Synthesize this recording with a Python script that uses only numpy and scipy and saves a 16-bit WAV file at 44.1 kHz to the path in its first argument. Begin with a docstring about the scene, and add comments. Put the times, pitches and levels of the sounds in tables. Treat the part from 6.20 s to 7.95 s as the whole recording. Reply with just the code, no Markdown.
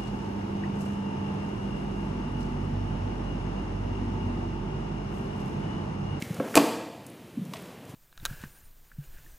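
"""A boot set down on tile

A heavy boot is pulled off in a bare, echoing room, and its hollow pops as the heel comes free. The edge of the
sole cracks on the tile, then the rest slaps down in a quick cluster of knocks, coloured by ringing pitches.
Bare heels thud softly, small fittings tick, the sole scuffs once, and friction of cloth and skin makes a rustle
over quiet room noise."""
import sys
import numpy as np
from scipy import signal
from scipy.fft import rfft, irfft
from scipy.io import wavfile
from scipy.ndimage import uniform_filter1d

SR = 44100
rng = np.random.default_rng(int(sys.argv[2]) if len(sys.argv) > 2 else 0)


def to_wav(sig):
    """Store sig (one row per channel, or 1-D mono) as 16-bit WAV at the path in sys.argv[1].

    Samples outside -1..1 are clipped; the rate is SR.
    """
    pcm = np.clip(np.atleast_2d(sig), -1, 1) * 32767
    pcm = np.round(pcm).astype(np.int16)
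    wavfile.write(sys.argv[1], SR, pcm.T)  # frames by channels


N = 77175


def amp(db):
    """Amplitude ratio of a level in decibels."""
    return 10 ** (np.asarray(db) / 20)


def unit_rms(x):
    """Normalisation to a mean power of one."""
    return x / np.sqrt(np.mean(x ** 2) + 1e-20)


def curve_at(points, hz):
    """Interpolation on a logarithmic frequency axis."""
    f, value = np.transpose(points)
    return np.interp(np.log(hz + 1), np.log(f + 1), value)


def add(mix, start_s, sound):
    """Superposition: a sound sums into the mix from its start time."""
    part = mix[max(round(start_s * SR), 0):][:len(sound)]
    part += sound[:len(part)]


def decay(t, t60):
    """Exponential damping: 60 dB are lost in t60 seconds."""
    return np.exp(-np.log(1000) * t / t60)


def ring(tones, t):
    """Damped oscillation: a sum of dying cosines, one for each pitch."""
    return sum(amp(db) * decay(t, t60) * np.cos(2 * np.pi * hz * t) for hz, db, t60 in tones)


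def filtered(x, kind, hz):
    """Second-order filtering: 12 dB per octave beyond the cutoff."""
    return signal.sosfilt(signal.butter(2, hz, kind, fs=SR, output="sos"), x)


def noise(spectrum):
    """Random phases under a given spectrum make steady noise of unit rms."""
    hz = np.fft.rfftfreq(N, 1 / SR)
    phases = np.exp(2j * np.pi * rng.random(len(hz)))
    return unit_rms(irfft(amp(curve_at(spectrum, hz)) * phases, N))


def coloured(x, db_at, bins):
    """Spectral shaping at constant energy: x is whitened, then weighted by db_at(hz)."""
    spectrum = rfft(x, 2 * len(x))
    hz = np.fft.rfftfreq(2 * len(x), 1 / SR)
    local_power = abs(uniform_filter1d(abs(spectrum) ** 2, bins))
    white = spectrum / np.sqrt(local_power + 1e-12)
    shaped = irfft(white * amp(db_at(hz)))[:len(x)]
    return unit_rms(shaped) * np.sqrt(np.mean(x ** 2))


# Spectrum of the room noise: frequency_hz, relative_density_db
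AIR_SPECTRUM = [(25, -28), (60, -10.5), (115, 1), (170, -1), (270, -0.5), (480, -8.5), (800, -15.5),
                (1500, -22), (2800, -20.5), (5000, -30), (8000, -32), (15000, -32)]


def room_noise():
    """Stationary noise, with most of its power at low frequencies."""
    return amp(-47.5) * noise(AIR_SPECTRUM)


# Envelopes of the friction: time_s, rub_db, hiss_db
RUSTLE_ENVELOPES = [(0, -48, -51), (.08, -45.5, -53.5), (.16, -44.5, -55), (.24, -40, -54.5),
                    (.33, -44, -49), (.45, -45, -44), (.75, -65, -81), (.98, -57, -69), (1.15, -68, -71),
                    (1.29, -56, -63), (1.35, -49.5, -55), (1.45, -50, -59), (1.55, -50, -63),
                    (1.65, -53, -71), (1.705, -53.5, -55.5), (1.75, -54, -73)]
# Spectrum of the low rub: frequency_hz, relative_density_db
RUB_SPECTRUM = [(40, -25), (130, -4.5), (450, 6.5), (1100, -4), (3000, -12.5), (6000, -28), (15000, -53)]
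# Spectrum of the fine hiss: frequency_hz, relative_density_db
HISS_SPECTRUM = [(500, -37), (2500, -8), (6000, 1), (11000, -2), (15000, -4)]


def cloth_rustle():
    """Friction of cloth and skin comes in small grains, which modulate a rub and a hiss alike."""
    out, t = np.zeros(N), np.arange(N) / SR
    time_s, rub_db, hiss_db = np.transpose(RUSTLE_ENVELOPES)
    grain_db = 1.5 * unit_rms(uniform_filter1d(rng.standard_normal(N), size=120))
    for level_db, spectrum in [(rub_db, RUB_SPECTRUM), (hiss_db, HISS_SPECTRUM)]:
        envelope = amp(np.interp(t, time_s, level_db))
        out += envelope * unit_rms(amp(grain_db) * noise(spectrum))
    return out


# Light contacts, mostly ticks of the boot's fittings and one scuff of the sole: start_s, level_db, centre_hz,
# width_octaves, t60_s
LIGHT_TICKS = [(0.0161, -42, 1900, 0.77, 0.05), (0.0227, -31.5, 4800, 1.7, 0.013),
               (0.0229, -30, 2380, 0.34, 0.021), (0.144, -41, 6240, 2.2, 0.021),
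               (0.342, -29.5, 1390, 1.04, 0.049), (0.8654, -43.5, 9230, 1.1, 0.027),
               (.886, -56, 9000, .7, 0.023), (0.9, -49.5, 10000, .4, 0.022), (1.252, -50, 7240, 2, 0.025),
               (1.336, -34, 3060, 1.2, 0.02), (1.3364, -30.5, 1070, .3, 0.016),
               (1.339, -39.5, 658, 0.23, .05), (1.3426, -49, 7750, 0.46, 0.029),
               (1.358, -46.5, 2400, 0.77, 0.1), (1.368, -44.5, 3500, 1.6, 0.034),
               (1.423, -48, 10100, 0.84, 0.016), (1.653, -49, 8000, .9, 0.0098)]


def light_ticks(skirt_db=-33):
    """Light impacts: each is a quickly damped band of noise about one centre frequency."""
    out, t = np.zeros(N), np.arange(SR // 20) / SR
    for start_s, level_db, centre_hz, width_octaves, t60 in LIGHT_TICKS:
        def band_db(hz):
            octaves = np.log2((hz + 1) / centre_hz)
            return skirt_db * (1 - np.exp(-0.5 * (octaves / width_octaves) ** 2))
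        burst = decay(t, t60) * rng.standard_normal(len(t))
        add(out, start_s, amp(level_db) * coloured(burst, band_db, bins=50))
    return out


# Pushes of heel and boot on the floor: start_s, level_db, pitch_hz, length_s
HEEL_THUDS = [(.0225, -23.5, 213, 0.0061), (.068, -31, 116, 0.011), (.104, -21.5, 148.6, .016),
              (.139, -31.5, 152, 0.012), (.187, -26, 146, 0.016), (.368, -51, 65, 0.0043),
              (.374, -27, 163.7, 0.028), (1.172, -25, 238, 0.019), (1.186, -30.5, 158, 0.025),
              (1.215, -26, 189, 0.022), (1.275, -39.5, 168.2, 0.081), (1.308, -32.5, 166, 0.027),
              (1.56, -51, 128, 0.024), (1.69, -38, 124, 0.024), (1.738, -31, 137, 0.006)]


def heel_thuds():
    """A soft impact spreads its force over time, giving a low pulse that swells and dies."""
    out = np.zeros(N)
    for start_s, level_db, pitch_hz, length_s in HEEL_THUDS:
        t = np.arange(0, length_s, 1 / SR)
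        swell = np.sin(np.pi * (t / length_s) ** 0.69)
        add(out, start_s, amp(level_db) * swell * np.sin(2 * np.pi * pitch_hz * t))
    return out


# Modes of the boot's hollow: pitch_hz, level_db, t60_s
CAVITY_MODES = [(207, -32.5, 0.24), (271, -20, 0.043), (409, -23.5, 0.048), (514.6, -23, .1),
                (561, -28.5, 0.15), (691, -27, 0.044), (1115, -30, 0.034), (1336, -30, 0.041),
                (1637, -36, 0.052), (2240, -36, 0.033)]


def cavity_pop(start_s=0.1995):
    """Cavity resonance: the hollow rings, dull and low, as the heel leaves the boot."""
    out, t = np.zeros(N), np.arange(SR // 4) / SR
    # Neighbouring modes start in opposite phase, which softens the onset.
    hollow = ring(CAVITY_MODES[::2], t) - ring(CAVITY_MODES[1::2], t)
    add(out, start_s, filtered(hollow, "lowpass", 2270))
    return out


# Impacts of sole on tile: start_s, body_gain_db, crack_gain_db, low_cutoff_hz, high_cutoff_hz
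SOLE_IMPACTS = [(0.2552, -37.5, -53, 280, 2140), (0.2846, -41, -35, 270, 2800),
                (.3547, -14.5, -7.5, 576, 10800), (0.3646, -24.5, -15.5, 283, 12000),
                (0.3678, -18, -20.5, 288, 14000), (0.3709, -14.5, -13.5, 268, 8300),
                (0.3732, -14.5, -13, 287, 6640), (0.3759, -15, -5.5, 960, 3760),
                (.3765, -14, -12.5, 284, 4340), (0.382, -24, -32, 278, 13000)]
# Ringing pitches that colour the sole's clustered knocks: pitch_hz, relative_level_db, t60_s
KNOCK_PITCHES = [(287.5, -4, 0.1), (367, -18.5, 0.14), (493.7, -18, 0.18), (631, -6, 0.034),
                 (689, -13, 0.091), (810, -19, 0.058), (975, -17, 0.09), (1145, -17, 0.11),
                 (1596, -22.5, 0.033), (2700, -13, 0.0047)]
# Spectrum of the crack: frequency_hz, relative_level_db
CRACK_SPECTRUM = [(30, -40), (150, -25), (400, 13), (1050, 4.5), (1900, -17), (2500, 6), (3200, -10.5),
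                  (4700, -3), (6200, -5), (6900, -2.5), (7900, 1.5), (8700, -4.5), (11300, -2.5),
                  (15500, -7)]


def sole_knocks(pitch_spread=0.023, contact_q=1.76, soft_hz=2840, snap_s=0.00049):
    """Impact excitation: each contact cracks and rings briefly; its place sets the deepest pitch."""
    out, t = np.zeros(N), np.arange(SR // 4) / SR
    crack_envelope = decay(t, t60=0.021) + amp(7.5) * np.exp(-t / snap_s)
    for start_s, body_db, crack_db, low_hz, high_hz in SOLE_IMPACTS:
        tones = [(hz * (1 + pitch_spread * rng.standard_normal()), db, t60)
                 for hz, db, t60 in KNOCK_PITCHES]
        omega = 2 * np.pi * low_hz
        resonant_highpass = signal.bilinear([1, 0, 0], [1, omega / contact_q, omega ** 2], SR)
        body = filtered(ring(tones, t), "lowpass", soft_hz)
        body = signal.lfilter(*resonant_highpass, body)
        body = filtered(body, "lowpass", high_hz)

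        def colour_db(hz):
            return curve_at(CRACK_SPECTRUM, hz) - 10 * np.log10(1 + (hz / high_hz) ** 4)
        crack = coloured(crack_envelope * rng.standard_normal(len(t)), colour_db, bins=300)
        add(out, start_s, amp(body_db) * body + amp(crack_db) * crack / 2)
    return out


# Reverberation time of the room: frequency_hz, t60_s
TAIL_DECAY = [(100, 1), (250, 0.86), (600, 1), (1500, 0.82), (3000, 0.94), (7000, 0.85), (11000, 0.64),
              (15000, 0.55)]
# Spectrum of the reverberation: frequency_hz, relative_level_db
TAIL_SPECTRUM = [(25, -33), (70, -23), (150, 7), (240, -0.5), (420, 1), (650, 1), (1200, -2.5), (1900, 5),
                 (2500, -6.5), (3200, 1.5), (8000, -5.5), (15000, -1.5)]


def diffuse_tail(build_s=0.0027, energy_db=-3.5):
    """Diffuse field: reflections from hard walls merge into a tail whose treble dies first."""
    band_hz, frame_s, bands = signal.stft(rng.standard_normal(SR), SR, nperseg=256)
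    damping = decay(frame_s, curve_at(TAIL_DECAY, band_hz)[:, None])
    tail = signal.istft(bands * damping, SR, nperseg=256)[1][:SR]
    build_up = 1 - np.exp(-np.arange(SR) / SR / build_s)
    tail = coloured(tail * build_up, lambda hz: curve_at(TAIL_SPECTRUM, hz), bins=120)
    return amp(energy_db) * tail / np.linalg.norm(tail)


# Modes of the room: pitch_hz, gain_db, t60_s
STANDING_WAVES = [(229.9, -52.5, 0.81), (291, -52, 0.27), (534, -67, 0.88), (635.4, -60, 0.94),
                  (651, -56.5, 0.45), (717, -61, 0.84)]
# Echoes from near walls and furniture: delay_s, gain_db
EARLY_REFLECTIONS = [(.0145, -20), (0.022, -16.5), (0.028, -22), (.083, -55), (.115, -28)]


def reverberation(x, crossover_hz=1300, scatter_period_s=0.011):
    """Convolution with the room's response: standing waves, distinct echoes and diffuse tails."""
    fixed_paths = ring(STANDING_WAVES, np.arange(SR) / SR)
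    for delay_s, gain_db in EARLY_REFLECTIONS:
        add(fixed_paths, delay_s, amp([gain_db]))
    bass = filtered(x, "lowpass", crossover_hz)
    treble = filtered(x, "highpass", crossover_hz)
    # The treble alternates between two tails, so each contact scatters by other paths.
    turn = np.pi * np.arange(N) / SR / scatter_period_s
    feeds = [(x, fixed_paths), (bass, diffuse_tail()),
             (treble * np.cos(turn), diffuse_tail()), (treble * np.sin(turn), diffuse_tail())]
    return sum(signal.fftconvolve(feed, response)[:N] for feed, response in feeds)


def scene():
    """Direct and reflected sound superpose, alike in both channels."""
    knocks, pop, thuds, ticks = sole_knocks(), cavity_pop(), heel_thuds(), light_ticks()
    direct = knocks + pop + thuds + ticks
    reflected = reverberation(amp(-3) * knocks + amp(-3.5) * (pop + ticks) + amp(-9.5) * thuds)
    return np.tile(direct + reflected + cloth_rustle() + room_noise(), (2, 1))


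def record(dry):
    """Band limiting: a small microphone loses the deep bass, and the highest treble is cut off."""
    thin = filtered(dry, "highpass", 85)
    treble_cut = signal.firwin(511, 15400, window=("kaiser", 9), fs=SR)
    return signal.oaconvolve(thin, treble_cut[None], "same")


dry = scene()
out = record(dry)
to_wav(out)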